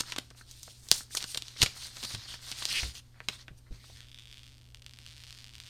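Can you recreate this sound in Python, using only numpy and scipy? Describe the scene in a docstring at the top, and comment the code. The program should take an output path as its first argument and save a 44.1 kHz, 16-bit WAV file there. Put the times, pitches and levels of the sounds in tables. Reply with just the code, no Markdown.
"""A clear plastic wrap is picked off a new phone, close to a microphone in a quiet small room.
First the stiff film snaps and crumples in pulses and bursts of noise; dull knocks ring the case, hands bump it.
Shoves of friction grains slide it over fingers and case, gliding bands of noise sing, and near 2.7 s it judders.
From about 4 s it peels slowly off the glass in a run of tiny ticks and larger pops, over a faint fizz.
A low mains hum, a sum of sines, and soft room noise lie underneath throughout."""
import sys
import numpy as np
from scipy import signal
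from scipy.fft import rfft, irfft, next_fast_len
from scipy.io import wavfile
from scipy.ndimage import uniform_filter1d, map_coordinates

SR = 44100
rng = np.random.default_rng(int(sys.argv[2]) if len(sys.argv) > 2 else 0)


def put_to_file(sound):
    """Save the sound as 16-bit audio at rate SR, in the file named by the first command-line argument."""
    columns = np.atleast_2d(sound).T  # one column per channel
    safe = np.clip(columns, -1, 1)
    whole_steps = np.round(safe * 32767)
    wavfile.write(sys.argv[1], SR, whole_steps.astype(np.int16))


N = 251149
TIME = np.arange(N) / SR
LIFE = TIME[:SR // 4]  # the time axis of one decaying event


def amp(db):
    """Level: decibels become an amplitude ratio."""
    return 10 ** (np.asarray(db) / 20)


def unit(x):
    """Normalization by energy: scale to rms 1."""
    return x / np.sqrt(np.mean(x ** 2) + 1e-20)


def crest(x):
    """Normalization by peak: scale to a largest magnitude of 1."""
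    return x / (np.abs(x).max() + 1e-20)


def along(points, hz):
    """Spectral interpolation: (Hz, value) points read on a logarithmic frequency axis."""
    point_hz, value = np.transpose(points)
    return np.interp(np.log(hz + 1), np.log(point_hz + 1), value)


def curves(rows):
    """Control curves: one value per sample for each column after the time."""
    time_s, *columns = np.transpose(rows)
    return [np.interp(TIME, time_s, column) for column in columns]


def during(rows, fade):
    """Gating: 1 while a table lasts, fading to 0 over fade seconds outside it."""
    first, last = rows[0][0], rows[-1][0]
    return np.interp(TIME, [first - fade, first, last, last + fade], [0, 1, 1, 0])


def add(track, s, x):
    """Superposition: mix x into the track from time s on."""
    start = max(round(s * SR), 0)
    part = track[start:start + len(x)]
    part += x[:len(part)]


def click(colour, ring_hz=1000, ring_db=0, width=1, size=2048):
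    """Minimum phase: the causal pulse of a spectrum, peak 1, with one resonance (width in octaves)."""
    hz = np.fft.rfftfreq(size, 1 / SR)
    resonance = ring_db / (1 + (np.log2((hz + 1) / ring_hz) / width) ** 2)
    level = along(colour, hz) + resonance
    # folding the cepstrum onto positive time makes the pulse causal
    cepstrum = irfft(np.log(amp(level)))
    cepstrum[1:size // 2] *= 2
    cepstrum[size // 2 + 1:] = 0
    return crest(irfft(np.exp(rfft(cepstrum))))


def through(x, pulse):
    """Convolution: x excites a system with this impulse response."""
    return signal.fftconvolve(x, pulse)[:len(x)]


def dispersed(pulse, lag):
    """Dispersion: bending waves spread in a sheet, low notes last; lag is the delay in s at 4 kHz."""
    hz = np.fft.rfftfreq(len(pulse), 1 / SR)
    phase = 4 * np.pi * lag * np.sqrt(hz * 4000)
    return crest(irfft(rfft(pulse) * np.exp(-1j * phase)))


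def dying(pulse, t60):
    """Exponential decay: noise of a pulse's colour, scaled to rms 1, loses 60 dB in t60 seconds."""
    noise = unit(through(rng.standard_normal(len(LIFE)), pulse))
    return noise * amp(-60 * LIFE / t60)


def wobble(rate):
    """Slow random modulation: a smooth curve through rate random knots a second."""
    knots = rng.standard_normal(int(N * rate / SR) + 4)
    return map_coordinates(knots, [TIME * rate])


def grains(colour, rate, spread_db):
    """Shot noise: random tiny contacts of uneven size, about rate a second, rms 1."""
    sizes = rng.standard_normal(N) * amp(spread_db * rng.standard_normal(N))
    contacts = rng.random(N) < rate / SR
    return unit(through(sizes * contacts, click(colour)))


def slips(rate, peak_db, jitter, spread_db):
    """Stick-slip: tension builds and lets go at an uneven rate; a longer hold gives a larger slip."""
    hold = np.exp(jitter * wobble(90))
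    slip_count = np.floor(np.cumsum(rate / hold) / SR)
    at = np.flatnonzero(np.diff(slip_count))
    pulses = np.zeros(N)
    pulses[at] = hold[at] * amp(peak_db[at] + spread_db * rng.standard_normal(len(at)))
    return pulses


# spectrum of a buckling fold; smaller folds sound higher: pitch_multiple [of the ring pitch], level_db [dB]
FOLD_SPECTRUM = [(.03, -20), (.16, -15), (.42, -15.5), (.7, -1.5), (1, 1), (1.35, -1.5), (1.75, -6),
                 (2.3, -11.5), (3.3, -19.5), (5, -30)]


def fold(hz, ring_db, width):
    """Scaling: the whole spectrum of a fold moves with its ring pitch hz."""
    return click([(multiple * hz, db) for multiple, db in FOLD_SPECTRUM], hz, ring_db, width)


# spectrum of a knock on the phone case: frequency_hz [Hz], level_db [dB]
KNOCK_SPECTRUM = [(40, -7.5), (160, -0.5), (280, -7), (500, -8), (800, -10.5), (1400, -7), (2500, -12),
                  (6000, -53.5)]
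# the film buckles; base levels, trimmed in snaps():
# start_s [s], level_db [dB], pitch_hz [Hz], knock_db [dB against level], shiver_db [dB against level]
SNAP_EVENTS = [(0.1213, -18, 3250, -46, -8.5), (0.1623, -23, 3570, -31, -6.5),
               (0.186, -16.5, 3530, -49, -17), (0.3037, -43.5, 4370, -10, -1),
               (0.512, -34, 5500, -32, -6.5), (0.6307, -32.5, 5840, -47, -1),
               (0.8871, -24.5, 5130, -32.5, -13), (0.9148, 5.5, 4660, -38, -50.5),
               (1.1506, -16.5, 5900, -50, -8.5), (1.2057, -25.5, 3450, -36, -27),
               (1.2263, -19.5, 4500, -29, -20), (1.241, -20.5, 4220, -45, -12.5),
               (1.3462, -18.5, 3850, -20.5, -9), (1.3747, -18.5, 3600, -38, -12),
               (1.422, -20.5, 3710, -32, -28), (1.4823, -25.5, 3940, -52, -14),
               (1.6184, -1.5, 3470, -53, -12), (1.6605, -16.5, 3180, -20, -2),
               (1.9689, -27.5, 3780, -19.5, -18), (2.029, -27, 3360, -15, -6),
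               (2.0353, -26.5, 4100, -20, -1), (2.052, -22, 4100, -29, -17), (2.148, -23, 3700, -19, -6),
               (2.5154, -19, 4600, -23, -10), (2.5235, -24, 3000, -40, -8.5), (2.6246, -25, 3600, -35, -3),
               (2.6537, -10, 4300, -35, -40), (2.7274, -21.5, 4400, -45, -16),
               (2.9518, -31.5, 3220, -23, -5.5), (3.2032, -30, 1750, -12.5, -19),
               (3.2857, -11.5, 3230, -18, -8), (3.481, -32, 2310, -12, -10.5)]


def snaps(snap_db=-1, ring_db=4, width=0.32, lag=0.00052,
          sheet_db=-3, sheet_t60=0.029, knock_db=0, knock_t60=0.049):
    """Buckling: a fold flips in a millisecond; the rest of the sheet shivers and the phone takes a knock."""
    out, case = np.zeros(N), click(KNOCK_SPECTRUM)
    for s, db, hz, low_db, shiver_db in SNAP_EVENTS:
        crack = dispersed(fold(hz, ring_db, width), lag)
        shiver = amp(sheet_db + shiver_db) * dying(crack, sheet_t60)
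        knock = amp(knock_db + low_db) * dying(case, knock_t60)
        add(out, s, amp(db + snap_db) * crack)
        add(out, s, amp(db) * (shiver + knock))
    return out


# many folds give way at once:
# peak_s [s], rise_s [s], t60_s [s], level_db [dB, rms at the peak], knock_db [dB against the crackle]
CRUMPLE_EVENTS = [(.009, 0.0068, 0.0093, -23.5, -8.5), (0.185, 0.0012, 0.0032, -24, 1),
                  (0.922, 0.008, 0.018, -34, -22), (1.172, 0.0024, 0.037, -22.5, -25),
                  (1.374, 0.00074, 0.024, -24.5, -12), (1.6172, 0.0045, 0.04, -27.5, -11),
                  (1.6282, 0.00096, 0.0052, -10, -19.5), (1.632, 0.00079, 0.025, -15, -6.5),
                  (2.05, 0.0075, 0.028, -36, -7)]


def crumples(ring_hz=4300, ring_db=-2, width=1.0):
    """Crackling noise: folds too close together to hear apart build up, then die away."""
    crackle = unit(through(rng.standard_normal(N), fold(ring_hz, ring_db, width)))
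    knock = grains(KNOCK_SPECTRUM, rate=6500, spread_db=1)
    out = np.zeros(N)
    for s, rise, t60, db, low_db in CRUMPLE_EVENTS:
        near = np.abs(TIME - s) < LIFE[-1]
        age = TIME[near] - s
        growth = np.exp(np.minimum(age, 0) / rise)
        decay = amp(-60 * np.maximum(age, 0) / t60)
        out[near] += amp(db) * growth * decay * (crackle[near] + amp(low_db) * knock[near])
    return out


def patchy(x, depth_db):
    """Time-varying filtering: the bending sheet favours other frequencies from moment to moment."""
    spectrogram = signal.stft(x, nperseg=512)[2]
    field = rng.standard_normal(spectrogram.shape)
    field = uniform_filter1d(field, size=6, axis=0)  # smooth over frequency
    field = uniform_filter1d(field, size=7, axis=1)  # smooth over time
    return unit(signal.istft(spectrogram * amp(depth_db * unit(field)), nperseg=512)[1][:N])


# friction spectra of the rub, the higher hiss and the low flutter: frequency_hz [Hz], level_db [dB]
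RUB_SPECTRUM = [(600, -34.5), (1800, -15.5), (2800, -3.5), (4400, 3), (6500, -6.5), (9000, -27),
                (16000, -45.5)]
HISS_SPECTRUM = [(3000, -24.5), (6000, 0), (9200, -1.5), (13000, -10), (16000, -7)]
FLUTTER_SPECTRUM = [(100, 4.5), (300, -6), (700, -2.5), (1400, 1.5), (2000, 3.5), (3500, -15.5),
                    (8000, -53.5)]
# one shove of the film over skin and case: top_speed_s [s], speed_up_s [s], slow_down_s [s],
# rub_db [dB], hiss_db [dB against the rub], flutter_db [dB against the rub]
STROKE_EVENTS = [(.01, 0.024, 0.019, -57, -26, 6), (0.093, 0.056, 0.082, -45, -8, -4.5),
                 (.18, 0.044, 0.22, -65.5, -3.5, -19), (.39, .05, 0.062, -57.5, -1.5, -11),
                 (.52, 0.11, 0.11, -58.5, -2.5, -14), (.66, 0.21, 0.21, -56, -1.5, -34),
                 (.93, 0.23, .13, -59.5, 4.5, -7), (.95, 0.029, 0.11, -46.5, 6.5, -8.5),
                 (1.141, 0.049, 0.12, -48.5, 2.5, -17), (1.22, 0.045, 0.053, -41, -10, -8.5),
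                 (1.32, 0.11, 0.079, -47.5, 1, -15.5), (1.47, .1, 0.11, -52.5, -8.5, -14),
                 (1.63, 0.1, 0.088, -40.5, -9.5, -12), (1.775, 0.04, 0.029, -51, 1.5, -2.5),
                 (1.84, 0.087, 0.094, -43.5, -4.5, -13), (2.04, 0.18, 0.17, -46, -4, -12),
                 (2.12, .06, 0.07, -43, -6.5, -12), (2.23, 0.13, 0.089, -48, -13.5, -10),
                 (2.32, 0.08, 0.084, -45, -7, -8.5), (2.5, 0.14, 0.076, -45.5, -4.5, -9),
                 (2.62, 0.12, 0.27, -41, -7, -12.5), (2.77, 0.13, 0.11, -33, -6.5, -11),
                 (2.849, 0.089, 0.11, -44, -4.5, -13.5), (2.975, 0.063, 0.038, -48.5, -3.5, -11),
                 (3.17, 0.045, 0.037, -74.5, -20.5, 12.5), (3.25, 0.065, 0.037, -67.5, -3, -9),
                 (3.345, 0.086, 0.046, -52, -5.5, -6), (3.4, 0.031, 0.057, -54, -10.5, -8.5),
                 (3.585, .025, 0.017, -69, 6.5, -15.5), (3.675, 0.028, 0.033, -78.5, -8.5, 13.5),
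                 (3.738, .04, 0.1, -59.5, -7, -6), (3.89, 0.15, 0.19, -56, -6, -17)]
# between shoves the film still brushes the fingers, less once it hangs free: time_s [s], level_db [dB]
BRUSH_CURVE = [(0, -72), (1.05, -69), (1.7, -54), (2.9, -67.5), (3.03, -71.5), (3.65, -76), (4.05, -81)]


def sliding(rub_db=0, hiss_db=0, flutter_db=0, grip_db=1, speed_power=1.97,
            brush_hiss_db=-9, brush_flutter_db=-8):
    """Sliding friction: dense grains, louder the faster a shove goes, under a varying grip."""
    brush_db = curves(BRUSH_CURVE)[0] + np.array([[0], [brush_hiss_db], [brush_flutter_db]])
    power = amp(brush_db) ** 2
    for s, rise, fall, db, high_db, low_db in STROKE_EVENTS:
        on = (TIME > s - rise) & (TIME < s + fall)
        speed = np.sin(np.pi * np.interp(TIME[on], [s - rise, s, s + fall], [0, .5, 1]))
        top = amp([[db], [db + high_db], [db + low_db]])
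        power[:, on] += (top * speed ** speed_power) ** 2
    rub, hiss, flutter = np.sqrt(power)
    rubbing = patchy(grains(RUB_SPECTRUM, rate=6500, spread_db=3), depth_db=2.2)
    hissing = patchy(grains(HISS_SPECTRUM, rate=9000, spread_db=2.5), depth_db=2)
    fluttering = grains(FLUTTER_SPECTRUM, rate=2500, spread_db=4.5)
    sound = amp(rub_db) * rub * rubbing + amp(hiss_db) * hiss * hissing
    sound += amp(flutter_db) * flutter * fluttering
    # while the sheet judders it is stuck for half of the time
    free = 1 - .5 * sum((TIME > start) & (TIME < end) for start, end, *_ in JUDDER_EVENTS)
    return sound * free * amp(grip_db * wobble(70)) * during(BRUSH_CURVE, fade=0.03)


# a taut span of film sings under friction, its pitch following the tension:
# start_s [s], end_s [s], start_hz [Hz], end_hz [Hz], width_hz [Hz], level_db [dB]
SWISH_EVENTS = [(1.281, 1.34, 8700, 8940, 910, -53), (2.029, 2.136, 4530, 4240, 1200, -45),
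                (2.26, 2.365, 3440, 3210, 1100, -48), (2.959, 3.003, 3490, 3050, 1000, -51.5),
                (3.297, 3.381, 3780, 3670, 898, -53), (3.715, 3.88, 2510, 1920, 707, -66),
                (3.935, 4.063, 2036, 1470, 865, -65.5)]


def swishes(rough_db=2.5):
    """Quadrature modulation: two slow noises on a gliding carrier make a narrow, rough friction band."""
    out = np.zeros(N)
    for start, end, start_hz, end_hz, width_hz, db in SWISH_EVENTS:
        on = (TIME > start) & (TIME < end)
        progress = (TIME[on] - start) / (end - start)
        phase = 2 * np.pi * np.cumsum(start_hz + (end_hz - start_hz) * progress) / SR
        band = wobble(width_hz)[on] * np.cos(phase) + wobble(width_hz)[on] * np.sin(phase)
        out[on] += amp(db) * np.sqrt(np.sin(np.pi * progress)) * band
    return out * unit(amp(rough_db * wobble(170)))


# spectrum of one slip on the case: frequency_hz [Hz], level_db [dB]
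SLIP_SPECTRUM = [(200, -12), (1000, -32.5), (1800, -6.5), (2600, 1.5), (3300, -0.5), (3900, -11),
                 (4800, -2), (6500, -16), (9300, -14.5), (15000, -33.5)]
# the sheet sticks and slips on the case: start_s [s], end_s [s],
# first_rate [slips per s], last_rate [slips per s], level_db [dB, nominal peak], pitch_hz [Hz]
JUDDER_EVENTS = [(2.707, 2.72, 310, 280, -19.5, 4680), (2.738, 2.8, 230, 520, -20, 2500)]


def judder(edge_db=-3, ring_db=4, width=.4):
    """Stick-slip vibration: zipping creaks swell and fade as the sheet drags and its slip rate glides."""
    out = np.zeros(N)
    for start, end, first_rate, last_rate, db, hz in JUDDER_EVENTS:
        progress = np.clip((TIME - start) / (end - start), 0, 1)
        rate = first_rate * (last_rate / first_rate) ** progress
        peak = db + edge_db * (1 - np.sin(np.pi * progress))
        pulses = slips(rate, peak, jitter=.08, spread_db=1)
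        creak = dispersed(click(SLIP_SPECTRUM, hz, ring_db, width), lag=.00025)
        out += through(pulses * (TIME > start) * (TIME < end), creak)
    return out


# spectra of one tick of the peel and of the ringing taut film: frequency_hz [Hz], level_db [dB]
TICK_SPECTRUM = [(150, -43), (600, -18), (1300, -8.5), (2400, -2), (3500, 0.5), (4500, 1.5), (7000, -8),
                 (9500, -13), (13000, -20), (16000, -17)]
SPAN_SPECTRUM = [(1500, -33), (2300, -12.5), (2950, -8.5), (3450, 2.5), (3850, 1.5), (4300, -15),
                 (7000, -42.5)]
# the peel front crosses the glass, stalls and picks up again:
# time_s [s], rate [nominal ticks per s], level_db [dB, nominal tick peak]
PEEL_CURVE = [(3.95, 125, -40.5), (4.46, 150, -41), (4.6, 85, -45), (4.85, 72, -44.5), (5.03, 135, -39),
              (5.37, 180, -38), (5.49, 85, -36.5), (5.69, 200, -38.5)]
# larger patches let go; base level, trimmed in peeling(): start_s [s], level_db [dB]
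POP_EVENTS = [(4.0057, -29), (4.1161, -33), (4.1452, -29), (4.187, -30.5), (4.2557, -33.5), (4.273, -34),
              (4.3139, -32), (4.327, -29.5), (4.3807, -32.5), (4.4327, -33.5), (4.478, -36),
              (4.6135, -41.5), (4.7465, -28), (4.7715, -38.5), (4.821, -35), (4.8446, -39.5),
              (4.8641, -25.5), (4.895, -34), (4.9105, -36.5), (4.9362, -31), (4.988, -29), (5.064, -28.5),
              (5.2375, -28), (5.268, -33), (5.307, -29), (5.3267, -28), (5.3873, -32), (5.4433, -27.5),
              (5.582, -31.5), (5.6014, -25), (5.637, -33)]
# the freed film rings after each tick while it is taut: time_s [s], ring_share_db [dB against the tick]
TAUT_CURVE = [(4, -13), (4.15, -7), (4.4, -11), (4.55, -19), (4.92, -20.5), (5.2, -21)]


def peeling(tick_db=0, pop_db=-1, rings_hz=(2900, 3800, 4900), ring_db=5, width=0.12, lag=.0001, climb=.8,
            easy_ticks_per_s=146, fizz_db=-24, fizz_grows=1.8):
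    """Adhesive fracture: the film leaves in small, fairly even jumps; the faster, the more the glue fizzes."""
    rate, peak = curves(PEEL_CURVE)
    pace = rate / easy_ticks_per_s
    moving, pops = during(PEEL_CURVE, fade=0.014), np.zeros(N)
    for s, db in POP_EVENTS:
        # the front is held for a beat before a larger patch lets go
        beat = 1 / np.interp(s, TIME, rate)
        moving[(TIME > s - beat) & (TIME < s)] = 0
        add(pops, s, amp([db + pop_db]))
    jumps = slips(rate, peak + tick_db, jitter=.2, spread_db=3)
    pulses = jumps * moving + pops
    taut = amp(curves(TAUT_CURVE)[0])
    # each jump rings the film at the pitch of its spot on the front, higher when the front runs fast
    place = len(rings_hz) * rng.random(N) + climb * np.log2(pace)
    spot = np.clip(np.floor(place), 0, len(rings_hz) - 1)
    ticks = np.zeros(N)
    for k, hz in enumerate(rings_hz):
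        tick = dispersed(click(TICK_SPECTRUM, hz, ring_db, width), lag)
        ticks += through(pulses * (1 - taut) * (spot == k), tick)
    ring = through(pulses * taut, dispersed(click(SPAN_SPECTRUM), lag))
    fizz = amp(peak + fizz_db) * pace ** fizz_grows * grains(TICK_SPECTRUM, rate=1800, spread_db=2.5)
    return ticks + ring + fizz * moving


# dull knocks ring the case, some of them together with a snap; base level, trimmed in handling():
# start_s [s], level_db [dB], pitch_hz [Hz]
KNOCK_EVENTS = [(0.034, -38.5, 1290), (0.124, -33, 1160), (0.162, -30.5, 1000), (0.311, -41, 504),
                (0.348, -47.5, 1090), (0.411, -38.5, 1610), (0.678, -40, 645), (1.007, -36, 1690),
                (1.108, -43, 1800), (1.149, -26, 1340), (1.242, -32, 1360), (1.357, -37, 520),
                (1.563, -41, 2020), (1.813, -61, 2200), (2.11, -37, 2570), (2.34, -35, 1520),
                (2.622, -30, 1100), (2.832, -24.5, 2030), (3.841, -47, 770), (3.898, -44, 704)]
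# the phone shifts in the hand; base level, trimmed in handling():
# start_s [s], level_db [dB], pitch_hz [Hz], t60_s [s]
BUMP_EVENTS = [(0.184, -25.5, 242, 0.018), (1.605, -31, 109, 0.029), (1.628, -20.5, 101, 0.056),
               (2.034, -41, 240, 0.078), (2.14, -34.5, 106.3, 0.18), (2.829, -29.5, 61.4, 0.25),
               (3.507, -37, 55.3, 0.098), (3.707, -32.5, 38, 0.17), (3.888, -49, 76.2, 0.49)]


def handling(knock_db=-1, knock_t60=0.02, ring_db=13, width=0.34, bump_db=1, rise=0.00083, thud_db=-8):
    """Damped resonance: dull knocks ring the case, some with a snap, and the hands give soft low bumps."""
    out = np.zeros(N)
    for s, db, hz in KNOCK_EVENTS:
        knock = crest(dying(click(KNOCK_SPECTRUM, hz, ring_db, width), knock_t60))
        add(out, s, amp(db + knock_db) * knock)
    flesh = click([(30, -7.5), (115, 0.5), (190, -12.5), (700, -30.0), (3000, -72.5)])  # (Hz, dB)
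    onset = 1 - np.exp(-LIFE / rise)
    for s, db, hz, t60 in BUMP_EVENTS:
        sway = amp(-60 * LIFE / t60) * np.sin(2 * np.pi * hz * LIFE)
        thud = amp(thud_db) * dying(flesh, t60)
        add(out, s, amp(db + bump_db) * (sway + thud) * onset)
    return out


# near reflections from desk and walls: delay_s [s], level_db [dB]
REFLECTIONS = [(.0041, -33), (.0062, -20.5), (0.0112, -20), (0.0127, -20.5)]


def room(x, wet_db=-15, t60=0.28):
    """Reverberation: a few near reflections and a faint short tail of decaying noise join the direct sound."""
    answer = rng.standard_normal(len(LIFE)) * amp(-60 * LIFE / t60) * (1 - np.exp(-LIFE / 0.0012))
    answer *= amp(wet_db) / np.linalg.norm(answer)
    for delay, db in REFLECTIONS:
        add(answer, delay, amp([db]))
    return x + through(x, answer)


# spectrum of the room noise: frequency_hz [Hz], level_db [dB]
AIR_SPECTRUM = [(20, -3), (65, -2), (100, -5.5), (160, -20), (260, -18), (400, -24), (800, -29.5),
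                (2000, -36), (6000, -36.5), (15000, -41)]
# mains hum, one entry for each multiple of the mains from the first up: level_db [dB, rms before the waver]
HUM_LEVELS = [-68, -59.5, -89.5, -78]


def background(air_db=-59.5, waver_db=0.73, mains_hz=60):
    """Harmonic series: mains multiples sum to a slightly wavering hum over low filtered room noise."""
    hum = np.zeros(N)
    for multiple, db in enumerate(HUM_LEVELS, 1):
        cycles = multiple * mains_hz * TIME + rng.random()
        hum += amp(db) * np.sqrt(2) * np.sin(2 * np.pi * cycles)
    air = unit(through(rng.standard_normal(N), click(AIR_SPECTRUM)))
    return hum * amp(waver_db * wobble(1.7)) + amp(air_db) * air


def scene():
    """Superposition: film and hands sound in the room, over the background."""
    film = snaps() + crumples() + handling() + sliding() + swishes() + judder() + peeling()
    return (room(film) + background())[None]


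# response of the microphone: frequency_hz [Hz], level_db [dB]
MICROPHONE_RESPONSE = [(7500, -0.5), (9200, 3), (10100, -1.5), (10900, -11), (11700, -12), (12500, 4),
                       (13600, 0.5), (15000, -11.5), (16400, -19)]


def record(dry, top_hz=16500):
    """Frequency response: the microphone colours the treble, full scale clips, and the band ends at top_hz."""
    size = next_fast_len(N + SR // 4)
    hz = np.fft.rfftfreq(size, 1 / SR)
    response = amp(along(MICROPHONE_RESPONSE, hz))
    heard = np.clip(irfft(rfft(dry, size) * response, size), -1, 1)
    return irfft(rfft(heard) * (hz < top_hz), size)[:, :N]


dry = scene()
out = record(dry)
put_to_file(out)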